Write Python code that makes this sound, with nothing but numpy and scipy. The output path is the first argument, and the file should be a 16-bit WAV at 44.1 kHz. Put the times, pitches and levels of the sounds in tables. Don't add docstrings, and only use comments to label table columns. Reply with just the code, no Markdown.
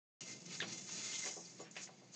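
import sys
import numpy as np
from scipy import signal
from scipy.fft import rfft, irfft
from scipy.io import wavfile
from scipy.ndimage import uniform_filter1d

SR = 44100
rng = np.random.default_rng(int(sys.argv[2]) if len(sys.argv) > 2 else 0)


def to_wav(sig):
    pcm = np.clip(np.atleast_2d(sig), -1, 1) * 32767
    pcm = np.round(pcm).astype(np.int16)
    wavfile.write(sys.argv[1], SR, pcm.T)


N = 94815
TIME = np.arange(N) / SR


def from_db(db):
    return 10 ** (np.asarray(db) / 20)


def unit_rms(x):
    return x / np.sqrt(np.mean(x ** 2) + 1e-20)


def automation(rows):
    times, *columns = np.transpose(rows)
    return [np.interp(TIME, times, column) for column in columns]


def equalise(x, curve):
    hz, db = np.transpose(curve)
    bin_hz = np.maximum(np.arange(N // 2 + 1) * SR / N, 1)
    gain = from_db(np.interp(np.log(bin_hz), np.log(hz), db))
    return unit_rms(irfft(rfft(x) * gain, N))


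def drift(rate_hz):
    pole = np.exp(-2 * np.pi * rate_hz / SR)
    return unit_rms(signal.lfilter([1], [1, -2 * pole, pole * pole], rng.standard_normal(N)))


def envelope(start, attack, t60):
    age = np.maximum(TIME - start, 0)
    return np.minimum(age / attack, 1) * from_db(-60 * np.maximum(age - attack, 0) / t60)


def mode_cluster(low_hz, high_hz):
    bandpass = signal.butter(2, [low_hz, min(high_hz, SR / 2 - 1)], "band", fs=SR, output="sos")
    noise = signal.sosfilt(bandpass, rng.standard_normal(N))
    return noise / np.sqrt(uniform_filter1d(noise ** 2, size=200) + 1e-12)


# time in seconds, level in dB.
RUMBLE_LEVELS = [(.21, -58), (.27, -57), (.34, -59), (.44, -59), (.58, -58), (.65, -52.5), (.72, -57),
                 (.79, -56.5), (.86, -62.5), (.94, -59), (1.0, -57), (1.13, -62.5), (1.21, -66),
                 (1.36, -69.5), (1.52, -62), (1.9, -65.5), (2.15, -67)]
# frequency in Hz, relative gain in dB.
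RUMBLE_EQ = [(40, -28), (80, -31), (100, -30), (120, -1), (150, -6), (176, 1.5), (200, -2), (225, -4.5),
             (270, -10.5), (345, -6.5), (420, -14), (700, -17), (1500, -39)]
HISS_EQ = [(300, 4), (700, 2), (1300, -7), (2100, -1), (4000, -18), (7000, -10), (7700, -21.5),
           (9000, -40.5)]

def background(hiss_db=-71.5):
    rumble_db, = automation(RUMBLE_LEVELS)
    rumble = from_db(rumble_db) * equalise(rng.standard_normal(N), RUMBLE_EQ)
    hiss = from_db(hiss_db) * equalise(rng.standard_normal(N), HISS_EQ)
    return rumble + hiss


# pitch in Hz, relative level in dB, 60 dB decay in seconds.
PANEL_MODES = [(172.6, -11, 0.71), (216.1, -11.5, 0.29), (332.2, -6.5, 0.36), (411, -5, 0.15),
               (482.4, -11, 0.24), (575, -8, 0.12), (675, -12, 0.18), (759, -9.5, 0.21),
               (1006, -11.5, 0.11), (1133, -6.5, 0.19)]
# start in seconds, level in dB, attack in seconds, most excited
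# frequency in Hz, reach around it in octaves.
FOOTFALLS = [(0.61, -44, 0.017, 246, 1.6), (1.241, -50, 0.0071, 504, 0.77), (1.257, -45.5, 0.01, 436, 0.99),
             (1.363, -48.5, 0.0064, 393, 1.27), (1.5898, -47, 0.013, 550, 1.04),
             (1.762, -48.5, 0.0015, 800, 0.63), (1.886, -53, 0.0039, 726, 0.5),
             (2.015, -58, 0.0039, 587, 0.48)]

def thuds(puff_db=-10, mode_spread_db=1.5):
    out = 0
    for start, db, attack, centre_hz, reach in FOOTFALLS:
        foot = from_db(puff_db) * envelope(start, attack, t60=.31) * mode_cluster(300, 870)
        for hz, mode_db, t60 in PANEL_MODES:
            gain = from_db(mode_db + mode_spread_db * rng.standard_normal())
            excitation = np.exp(-.5 * (np.log2(hz / centre_hz) / reach) ** 2)
            tone = np.sin(2 * np.pi * (hz * TIME + rng.random()))
            foot = foot + gain * excitation * envelope(start, attack, t60) * tone
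        out = out + from_db(db) * foot
    return out


# start in seconds, level in dB, centre in Hz, width in octaves,
# 60 dB decay in seconds.
CLAW_STRIKES = [(0.209, -62, 4070, 2.7, 0.13), (0.4582, -56.5, 5200, 0.6, 0.077),
                (0.6023, -35.5, 1756, 0.21, 0.056), (0.6037, -36, 3900, 0.41, .012),
                (0.612, -39.5, 3250, 0.6, .06), (.619, -43.5, 3260, 0.26, 0.11),
                (0.6242, -43.5, 1900, 0.79, 0.12), (.774, -46.5, 6600, 0.37, 0.039),
                (0.8907, -51, 1590, 1.5, 0.039), (1.189, -46, 6850, 0.63, 0.049),
                (1.239, -48, 1890, 0.21, .03), (1.257, -52, 6600, 0.31, 0.03),
                (1.593, -57.5, 755, 2.7, 0.11), (1.711, -53.5, 6640, 0.22, 0.067),
                (1.755, -52.5, 2020, 0.8, .03), (1.7647, -45.5, 2170, 0.82, 0.17),
                (1.765, -49.5, 4370, 1.5, 0.092), (1.874, -55.5, 2000, 1, 0.053)]

def strikes():
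    out = 0
    for start, db, hz, octaves, t60 in CLAW_STRIKES:
        edge_ratio = 2 ** (octaves / 2)
        clack = mode_cluster(hz / edge_ratio, hz * edge_ratio)
        out = out + from_db(db) * envelope(start, attack=.00061, t60=t60) * clack
    return out


# peak time in seconds, level in dB, centre in Hz, width in Hz,
# rough length in seconds.
CLAW_CHIRRS = [(0.22, -59, 2840, 400, 0.038), (.3, -60, 2130, 250, 0.022), (0.514, -57.5, 2400, 500, 0.01),
               (0.702, -54, 4280, 706, 0.01), (1.152, -48.5, 3640, 1600, .035),
               (1.267, -51, 2000, 690, 0.017), (1.448, -63.5, 5670, 198, 0.033),
               (1.461, -57, 4720, 248, 0.012), (1.462, -67, 4340, 200, 0.016), (1.5, -63, 4560, 400, 0.016),
               (1.608, -72, 4440, 121, 0.021), (1.614, -54, 6860, 198, 0.019),
               (1.643, -66, 5480, 101, 0.048), (1.669, -63, 2100, 1500, 0.048)]

def chirrs():
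    out = 0
    for peak_time, db, hz, width, length in CLAW_CHIRRS:
        swell = np.exp(-2 * ((TIME - peak_time) / length) ** 2)
        out = out + from_db(db) * swell * mode_cluster(hz - width / 2, hz + width / 2)
    return out


def slips(per_second=7000, spread_db=1.5):
    sizes = from_db(spread_db * np.minimum(rng.exponential(1, N), 5))
    signs = rng.choice([-1, 1], N)
    return unit_rms(sizes * signs * (rng.random(N) < per_second / SR))


def shimmer(x, wet_db=-1, t60=.05):
    tail = rng.standard_normal(N) * from_db(-60 * TIME / t60)
    wet = signal.fftconvolve(x, tail / np.sqrt(np.sum(tail ** 2)))[:N]
    return unit_rms(x + from_db(wet_db) * wet)


# pitch in Hz, relative level in dB, 60 dB decay in seconds.
SHEET_MODES = [(1534, -10.5, 0.15), (1750, -13.5, 0.23), (2088, 5.5, 0.12), (2514, -10, .08),
               (2720, -3, 0.19), (3030, -6, 0.076), (3470, -5, 0.34), (4120, -5, 0.26), (5650, -7.5, .1),
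               (5796, 2.5, 0.074), (6085, -8, 0.12), (6200, -14, 0.11), (6830, -0.5, .17),
               (6985, -1.5, 0.24)]

def sheet_ring(force, wander_db=4, wander_hz=2.5):
    out = 0
    for hz, db, t60 in SHEET_MODES:
        radius, angle = from_db(-60 / (t60 * SR)), 2 * np.pi * hz / SR
        drive = force * from_db(db + wander_db * drift(wander_hz)) + 1e-18
        mode = signal.lfilter([1, 0, -1], [1, -2 * radius * np.cos(angle), radius ** 2], drive)
        out = out + np.sqrt(1 - radius ** 2) / 2 * mode
    return out


# frequency in Hz, relative gain in dB.
TREBLE_EQ = [(3000, -21.5), (4500, -16), (5500, -1.5), (6300, 0), (6950, 1), (7300, -2), (7600, -9),
             (8300, -18.5), (9000, -16)]
MID_EQ = [(250, -0.5), (500, -3.5), (800, -11.5), (1250, -6), (1650, -4), (2300, -2), (3200, -1), (4200, 6),
          (5500, -4), (8000, -35.5)]
# time in seconds, treble level in dB,
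# mid level in dB, both before their trims.
FIRST_BOUT = [(0.215, -49.5, -55), (0.253, -54.5, -60), (0.301, -47, -55), (0.387, -59.5, -65),
              (0.453, -59, -67.5), (0.463, -51, -56.5), (0.475, -57.5, -60.5), (0.549, -48, -48),
              (0.577, -50.5, -59.5), (0.595, -48.5, -57.5)]
SECOND_BOUT = [(0.665, -62.5, -53.5), (0.683, -49, -52), (0.697, -55.5, -52.5), (0.725, -46, -51.5),
               (0.769, -53.5, -61.5), (0.779, -50, -55.5), (0.803, -52, -61), (0.815, -50, -59),
               (0.863, -53, -63), (0.883, -50.5, -53.5), (0.919, -45.5, -53), (1.015, -46.5, -49),
               (1.071, -44, -48.5), (1.101, -47, -50.5), (1.149, -41.5, -50.5), (1.181, -45, -55),
               (1.191, -40, -52.5), (1.205, -44.5, -53.5), (1.275, -41.5, -50), (1.387, -51.5, -71),
               (1.407, -50, -67), (1.441, -57, -69.5), (1.453, -56, -64), (1.561, -58.5, -67),
               (1.615, -58, -59.5), (1.695, -71, -78), (1.713, -64.5, -67), (1.745, -60, -67)]
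THIRD_BOUT = [(1.815, -52.5, -54.5), (1.837, -44, -59.5), (1.897, -68.5, -69), (2.069, -69, -71.5),
              (2.115, -69.5, -71), (2.141, -50, -64), (2.15, -57, -54.5)]

def scrape(treble_trim_db=-2, mid_trim_db=-1, ring_db=-11, knee_db=-51.5, ring_ratio=1.46):
    treble_db, mid_db = automation([*FIRST_BOUT, *SECOND_BOUT, *THIRD_BOUT])
    stutter = from_db(.86 * drift(rate_hz=80))
    treble = from_db(treble_db + treble_trim_db) * equalise(shimmer(slips()), TREBLE_EQ)
    mids = from_db(mid_db + mid_trim_db) * equalise(shimmer(slips()), MID_EQ)
    drive_db = knee_db + ring_ratio * np.minimum(mid_db - knee_db, 0)
    ring = sheet_ring(stutter * from_db(drive_db) * slips())
    return stutter * (treble + mids) + from_db(ring_db) * ring


def scene():
    return (scrape() + chirrs() + strikes() + thuds() + background())[None]


def record(dry):
    switch_on_s, low_cut_hz, roll_off_hz, high_cut_hz = .207, 105, 8000, 9000
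    x = dry * np.clip((TIME - switch_on_s) * SR / 20, 0, 1)
    x = signal.sosfilt(signal.butter(6, low_cut_hz, "high", fs=SR, output="sos"), x)
    x = signal.sosfilt(signal.butter(10, roll_off_hz, fs=SR, output="sos"), x)
    return signal.sosfilt(signal.ellip(10, .2, 80, high_cut_hz, fs=SR, output="sos"), x)


dry = scene()
out = record(dry)
to_wav(out)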